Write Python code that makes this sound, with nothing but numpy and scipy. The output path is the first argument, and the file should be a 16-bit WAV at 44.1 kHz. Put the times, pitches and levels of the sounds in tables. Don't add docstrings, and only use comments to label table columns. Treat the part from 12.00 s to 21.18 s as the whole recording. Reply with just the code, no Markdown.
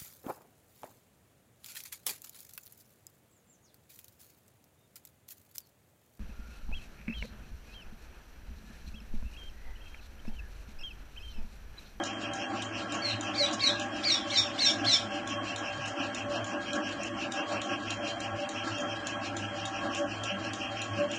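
import sys
import numpy as np
from scipy import signal
from scipy.fft import irfft, next_fast_len
from scipy.io import wavfile
from scipy.ndimage import uniform_filter1d

SR = 44100
rng = np.random.default_rng(int(sys.argv[2]) if len(sys.argv) > 2 else 0)


def invert_db(level):
    return 10 ** (np.asarray(level, dtype=float) / 20)


def inscribe(sig):
    pcm = np.round(np.clip(np.atleast_2d(sig).T, -1, 1) * 32767)
    wavfile.write(sys.argv[1], SR, pcm.astype(np.int16))


N = 405043
T = np.arange(N) / SR

# time in seconds, stroke level in dB, motor level in dB.
PUMP_LOAD = [(0, -44, -52.5), (1.1, -42.5, -50.5), (2, -44, -52), (2.7, -44.5, -52), (3.6, -42.5, -49),
             (4.6, -43.5, -54.5), (5.6, -40, -51), (6.5, -43, -50.5), (7.6, -43, -46), (9.18, -41, -49)]


def noise(gain):
    size = next_fast_len(N)
    re, im = rng.standard_normal((2, size // 2 + 1))
    f = np.arange(size // 2 + 1) * SR / size + 1e-3
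    x = irfft((re + 1j * im) * gain(f), size)[:N]
    return x / np.std(x)


def ringing(modes, order=1):
    def response(f):
        return sum(invert_db(db) / (1 + (2 * (f - hz) / width) ** 2) ** order for hz, width, db in modes)
    return noise(response)


def colour(points, f):
    hz, db = np.transpose(points)
    return np.interp(np.log(f), np.log(hz), db)


def walk(rate):
    k = int(SR / rate)
    held = np.repeat(rng.standard_normal(N // k + 1), k)
    return 1.3 * uniform_filter1d(uniform_filter1d(held, k), k)[:N]


def strike(times, db, rise, fall):
    train = np.zeros(N)
    inside = (times >= 0) & (times < T[-1])
    train[(times[inside] * SR).astype(int)] = invert_db(db[inside])
    t = T[:SR // 2]
    shape = np.exp(-t / fall) * (1 - np.exp(-t / rise))
    return signal.fftconvolve(train, shape / shape.max())[:N]


def hump(centres, db, length, flat=1.0):
    out = np.zeros(N)
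    for c, d in zip(centres, db):
        near = slice(max(int((c - length) * SR), 0), max(int((c + length) * SR), 0))
        out[near] += invert_db(d) * np.cos(np.pi / 2 * (T[near] - c) / length).clip(0) ** flat
    return out


def swell(centres, db, length):
    near = ((T[::64, None] - centres) / length).clip(-1, 1)
    return np.repeat((db * np.cos(np.pi / 2 * near) ** 2).sum(axis=1), 64)[:N]


def echo(x, t60, gap):
    t = T[:SR // 2]
    decay = 1000. ** (-t / t60)
    tail = rng.standard_normal(len(t)) * decay * (1 - np.exp(-t / gap))
    return signal.fftconvolve(x, tail / np.linalg.norm(tail))[:N]


def motor():
    # centre in seconds, extra level in dB.
    throbs = [(1.15, 9), (1.6, 7), (2.4, 8), (2.88, 11.5), (3.05, 4), (3.5, 4), (4.25, 9), (4.41, 11),
              (4.91, 12), (5.1, 6), (6.35, 11), (6.72, 6), (7.08, 7), (7.75, 2), (8.4, 8), (8.93, 10)]
    level_db = np.interp(T, *np.transpose(PUMP_LOAD)[::2]) + swell(*np.transpose(throbs), 0.053) - 2.0
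    line_hz = 106.4 + 1.87 * walk(9.7)
    line = 1.29 * np.sin(2 * np.pi * np.cumsum(line_hz) / SR)
    return invert_db(level_db) * (line + 0.8 * ringing([(105.8, 11, 0)]))


def pipeline():
    # centre in seconds, surge in dB, pipe note in dB.
    surges = [(0.0, 7, 17), (0.55, 4.5, -3.5), (0.97, 4.5, 2), (1.3, 3.5, -1), (1.43, -0.5, 11.5),
              (1.51, 5.5, 2), (1.72, 5.5, 4), (2.32, -1, 9), (2.72, 2.5, 7.5), (2.85, 5, 9), (3.4, 3, 11.5),
              (3.63, 5, -7), (4.02, 5, 8), (4.379, 5.5, 4), (4.55, 4.5, 4), (4.78, 8, 10.5), (5.18, 1, 3),
              (5.4, 6.5, 6), (5.548, 7, 5), (5.71, 6, 4), (6.06, 1.5, 7.5), (6.24, -0.5, 3),
              (6.41, -1.5, 6), (6.68, 5.5, 0), (6.85, 6.5, 5), (7.18, 1.5, 7), (7.87, 5.5, 5),
              (8.03, 3, 14.5), (8.31, -0.5, 9.5), (9.018, 4.5, 14.5)]
    # frequency in Hz, width in Hz, level in dB.
    tank = [(208.3, 31, -4), (250.8, 26, -2), (297.6, 35.5, 1), (330.5, 30, -0.5)]
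    # frequency in Hz, width in Hz, level in dB.
    pipe_note = [(582, 25.6, 8.5), (578, 13, -6.5)]
    # frequency in Hz, width in Hz, level in dB.
    pipes = [(683, 112, -2.5), (787, 29.4, -1.5), (1104.8, 39, -2.5), (1140, 320, -8.5), (1345, 45, -5.5),
             (1631, 69, -1.5)]
    # frequency in Hz, level in dB per Hz.
    shed = [(20, -43), (45, -12), (150, -11.5), (330, -19.5), (410, -12), (620, -6.5), (900, -10),
            (1700, -9.5), (2100, -15), (3300, -16.5), (3450, -35), (5700, -27.5), (7300, -32),
            (10000, -45.5)]
    s, surge_db, sings_db = np.transpose(surges)
    surge_s = 0.071
    surge = swell(s, surge_db, surge_s)
    tank_db = -46 + 1.08 * surge + 1.5 * walk(9)
    note_db = -49.5 + swell(s, sings_db, surge_s) + 2 * walk(8.5)
    pipe_db = -44 + surge
    out = invert_db(tank_db + 2.63) * ringing(tank) + invert_db(note_db + 2.76) * ringing(pipe_note)
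    for hz, width, db in pipes:
        flutter_db = 3 * walk(8)
        out += invert_db(pipe_db + db - 4.5 + flutter_db) * ringing([(hz, width, 0)])
    hush = noise(lambda f: invert_db(colour(shed, f)))
    band = signal.butter(2, (350, 2100), "band", fs=SR, output="sos")
    middle = signal.sosfilt(band, hush)
    breathing = invert_db(1.1 * (pipe_db - pipe_db.mean())) - 1
    return out + invert_db(-43) * (hush + breathing * middle)


def pump():
    # frequency in Hz, width in Hz, level in dB.
    exhaust = [(2724, 930, 3.5), (3130, 156, -5)]
    # frequency in Hz, width in Hz, level in dB.
    exhaust_top = [(5530, 1060, 17.5), (4200, 540, -21)]
    # frequency in Hz, width in Hz, level in dB.
    whine_modes = [(3148, 56, -2), (3234, 90, -5.5)]
    stroke_s, scatter_db = 0.171, 0.9
    s = np.arange(0.09, T[-1] + stroke_s, stroke_s)
    jitter, low_chance, top_chance = rng.standard_normal((len(s), 3)).T
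    s = s + 0.003 * jitter
    low_db = np.interp(s, *np.transpose(PUMP_LOAD)[:2]) + scatter_db * low_chance
    gust_db = 1.4 * walk(70)
    low = hump(s, low_db + 2.5, 0.094, flat=2.48) * ringing(exhaust, order=2) * invert_db(gust_db)
    top_db = -56 + scatter_db * top_chance
    top = hump(s - 0.012, top_db + 7.5, 0.071, flat=2.3) * ringing(exhaust_top) * invert_db(0.52 * walk(70))
    whine_db = -51.5 + swell(s + 0.022, 3.5, stroke_s / 2) + 2.6 * walk(11) + 1.3 * walk(30)
    return low + top + invert_db(whine_db) * ringing(whine_modes, order=2)


def pulsator():
    # time in seconds, tick level in dB, following air in dB.
    ticks_over = [(0.0367, -43, -1), (0.621, -42, -4.5), (1.2092, -44.5, -6.5), (1.797, -43, -3),
                  (2.3796, -39.5, -1), (2.9697, -43, -3), (3.56, -43.5, -5), (4.147, -42.5, -4),
                  (4.7315, -42.5, -6.5), (5.3203, -40.5, -4.5), (5.905, -40, -6), (6.4903, -43, -6),
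                  (7.0695, -40.5, -11), (7.654, -41.5, -8), (8.2356, -42, -5), (8.8173, -43, -4)]
    # time in seconds, tick level in dB, following noise in dB (at 2.68 s a strong
    ticks_back = [(0.335, -46, -3.5), (0.9218, -44.5, .5), (1.512, -47.5, 1), (2.0887, -50, -2),
                  (2.68, -45.5, 9), (3.274, -44.5, -3.5), (3.858, -45.5, -3), (4.4433, -47, -5),
                  (5.0327, -47.5, -3), (5.616, -44.5, -2), (6.2033, -43, -5), (6.783, -47, -4),
                  (7.3672, -42.5, -2), (7.9478, -45, 1), (8.5334, -43.5, -4.5), (9.1147, -46.5, 1)]
    # delay after the tick in seconds, length in seconds, level in dB.
    refills = [
        (0.188, 0.053, -50.5),
        (0.203, 0.056, -54),
    ]
    # frequency in Hz, width in Hz, level in dB.
    valve_modes = [(3240, 410, 1), (3780, 910, 0.5), (6030, 1350, -3), (7006, 540, 3), (8100, 170, -7),
                   (10130, 710, -15)]
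    # frequency in Hz, width in Hz, level in dB.
    vent = [(2900, 170, 3), (5770, 1800, 1.5), (6900, 770, -0.5), (7800, 470, -30)]
    # frequency in Hz, width in Hz, level in dB.
    liner_modes = [(4230, 2300, -0.5), (7060, 770, -5)]
    s, db, air_db = np.transpose(ticks_over + ticks_back)
    bounce = strike(s + 0.0054, db - 17.5, 0.00036, 0.034)
    knock = strike(s, db, 0.00051, 0.0035) + bounce
    out = invert_db(10) * knock * ringing(valve_modes)
    out += strike(s, db - 1, 0.00022, 0.0015) * noise(lambda f: (f > 3300) * f ** 0.71)
    sputter_db = 3 * walk(90)
    out += strike(s + 0.013, air_db - 44.0, 0.009, 0.023) * invert_db(sputter_db) * ringing(vent)
    liner = ringing(liner_modes) * invert_db(3.0 * walk(80))
    for side, (delay, length, side_db) in zip((ticks_over, ticks_back), refills):
        refill_db = side_db + 1.8 + 2.3 * rng.standard_normal(len(side))
        out += hump(np.transpose(side)[0] + delay, refill_db, length) * liner
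    return out


def hooves():
    # start in seconds, peak level in dB, pitch in Hz.
    steps = [
        (0.522, -53, 205),
        (1.982, -43, 212),
        (3.046, -40, 211),
        (3.769, -37.5, 139),
        (6.279, -43, 210),
        (7.457, -42, 204),
        (7.597, -42, 182),
        (8.314, -31.5, 197),
        (8.977, -33.5, 187),
    ]
    out = np.zeros(N)
    for s, db, hz in steps:
        start = int(s * SR)
        t = T[:min(SR // 5, N - start)]
        shape = t / 0.025 * np.exp(1 - t / 0.022)
        out[start:start + len(t)] += invert_db(db - 3.0) * shape * np.sin(2 * np.pi * hz * t)
    return out


def chirp_contour(peak, close, top_hz, low_hz, db, cold_db):
    sagged, shut = close - 0.022, close + 0.015
    rise = 0.023 - 0.018 * (top_hz - 4600) / 1000
    bend_s = peak + np.r_[0.2516, 0.58] * (sagged - peak)
    bend_hz = top_hz - np.r_[0.36, 0.52] * (top_hz - low_hz)
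    start_hz = 0.69 * top_hz
    s = np.r_[peak - rise - 0.008, peak - rise, peak, bend_s, sagged, close, shut, shut + 0.005]
    hz = np.r_[0.82 * start_hz, start_hz, top_hz, bend_hz, low_hz, 1.025 * low_hz, 0.88 * low_hz, 0.84 * low_hz]
    opening_db = np.r_[-25 - 2 * cold_db, -10 - 0.018 * cold_db ** 3, -5 - 0.45 * cold_db, -2.5 - 0.3 * cold_db]
    level_db = db + np.r_[opening_db, -1.5, 0, -3, -9, -28]
    return s, hz, level_db


def bird():
    # pitch peak in seconds, closing in seconds, peak in Hz and sagged pitch in Hz
    # (both of the second harmonic), level in dB.
    chirps = [
        (1.023, 1.101, 4550, 4080, -35.5),
        (1.36, 1.456, 4860, 3864, -31.5),
        (1.619, 1.694, 4714, 3827, -28.5),
        (2.054, 2.147, 4940, 3666, -30),
        (2.324, 2.402, 4740, 3602, -30),
        (2.609, 2.691, 4560, 3577, -27.5),
        (2.873, 2.958, 4500, 3527, -28.5),
    ]
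    # frequency in Hz, level in dB.
    throat = [(4400, -3), (4900, -6), (5300, 2), (5600, -2), (5900, -9), (6300, -19), (6800, -24),
              (7500, -28)]
    # frequency in Hz, level in dB.
    beak = [(1400, -55), (1900, -23.5), (2250, -8.5), (2600, -12), (6500, -19.5), (7200, -20.5),
            (8200, -25.5), (10500, -64)]
    warm_up_db_s, warm_s = 11, 2
    out = np.zeros(N)
    flutter, quaver = invert_db(1.5 * walk(220)), 1 + 0.0045 * walk(200)
    husk = 0.9 + 0.4 * noise(lambda f: 1 / (1 + (f / 250) ** 2))
    for peak, close, top_hz, low_hz, db in chirps:
        cold_db = warm_up_db_s * max(warm_s - peak, 0)
        s, hz, level_db = chirp_contour(peak, close, top_hz, low_hz, db, cold_db)
        on = slice(int(s[0] * SR), int(s[-1] * SR))
        t = T[on]
        pitch = uniform_filter1d(np.interp(t, s, hz), size=400) / 2 * quaver[on]
        phase = 2 * np.pi * np.cumsum(pitch) / SR
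        second = np.interp(t, s, level_db)
        third = second + colour(throat, 3 * pitch) - 0.9 * cold_db
        third -= 8 * ((t < peak) | (t > close))
        voice = invert_db(second) * np.sin(2 * phase) + invert_db(third) * np.sin(3 * phase)
        for k in (1, 4, 5):
            voice += husk[on] * invert_db(second + colour(beak, k * pitch)) * np.sin(k * phase)
        out[on] = 2.4 * voice * flutter[on]
    peaks, loud = np.transpose(chirps)[[0, 4]]
    catch_db = loud - 14 - warm_up_db_s * (warm_s - peaks).clip(0)
    catch = ringing([(2460, 250, -13), (5200, 1600, -14)])
    out += strike(peaks - 0.023 - 0.008, catch_db, 0.008, 0.019) * catch
    rush = ringing([(2300, 310, 4), (5700, 5400, -14), (6930, 700, -12)])
    breath = uniform_filter1d(np.abs(out), size=600) * rush
    rasp = noise(lambda f: (f > 200) / (1 + (f / 1800) ** 4))
    return out * (1 + 0.27 * rasp) + invert_db(-14) * breath


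def scene():
    song, valve = bird(), pulsator()
    turbulence = 1 + 1.1 * noise(lambda f: 1 / (1 + (f / 160) ** 2))
    dry = song + invert_db(-7.5) * echo(song * turbulence, t60=0.24, gap=0.008)
    dry += valve + invert_db(-2) * echo(uniform_filter1d(valve, size=4), t60=0.23, gap=0.006)
    return (dry + motor() + pipeline() + pump() + hooves())[None]


def thin(x, under_db, patchy_db, size=2048):
    # frequency in Hz, level in dB.
    line_floor = [(1500, -95), (2200, -87), (3300, -83), (3550, -80.5), (4200, -85.5), (5000, -81.5),
                  (8000, -99.5), (9600, -92), (9900, -66.5)]
    frames = dict(window="cosine", nperseg=size, noverlap=size // 2)
    f, _, z = signal.stft(x, SR, **frames)
    mask = np.sqrt(uniform_filter1d(np.abs(z) ** 2, size=60, axis=0)) * invert_db(under_db)
    mask = mask * np.clip((f[:, None] - 1200) / 1800, 0.25, 1)
    luck = rng.standard_normal((len(f) // 12 + 1, z.shape[1]))
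    luck = np.repeat(luck, 12, axis=0)[:len(f)]
    luck = np.sqrt(2) * uniform_filter1d(luck, size=2, axis=1)
    threshold = np.maximum(mask, invert_db(colour(line_floor, f + 1))[:, None]) * invert_db(patchy_db * luck)
    kept = 1 / (1 + (threshold / (np.abs(z) + 1e-12)) ** 6)
    return signal.istft(z * kept, SR, **frames)[1][:N]


def band_limit(x):
    return signal.sosfilt(signal.butter(12, 15720, fs=SR, output="sos"), x)


def record(dry):
    top_cut = signal.ellip(10, 0.2, 60, 10600, fs=SR, output="sos")
    cut = signal.sosfilt(top_cut, dry[0])
    treble = signal.sosfiltfilt(signal.butter(4, 8800, "high", fs=SR, output="sos"), cut)
    quick, slow = (uniform_filter1d(treble ** 2, size=k) for k in (200, 4000))
    click = treble * (quick / (slow + 1e-14) / 3 - 1).clip(0, 1)
    hiss = invert_db(-94) * rng.standard_normal(N)
    mix = thin(cut - click, under_db=-5.5, patchy_db=9.0) + click + hiss
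    return band_limit(mix[None])


dry = scene()
out = record(dry)
inscribe(out)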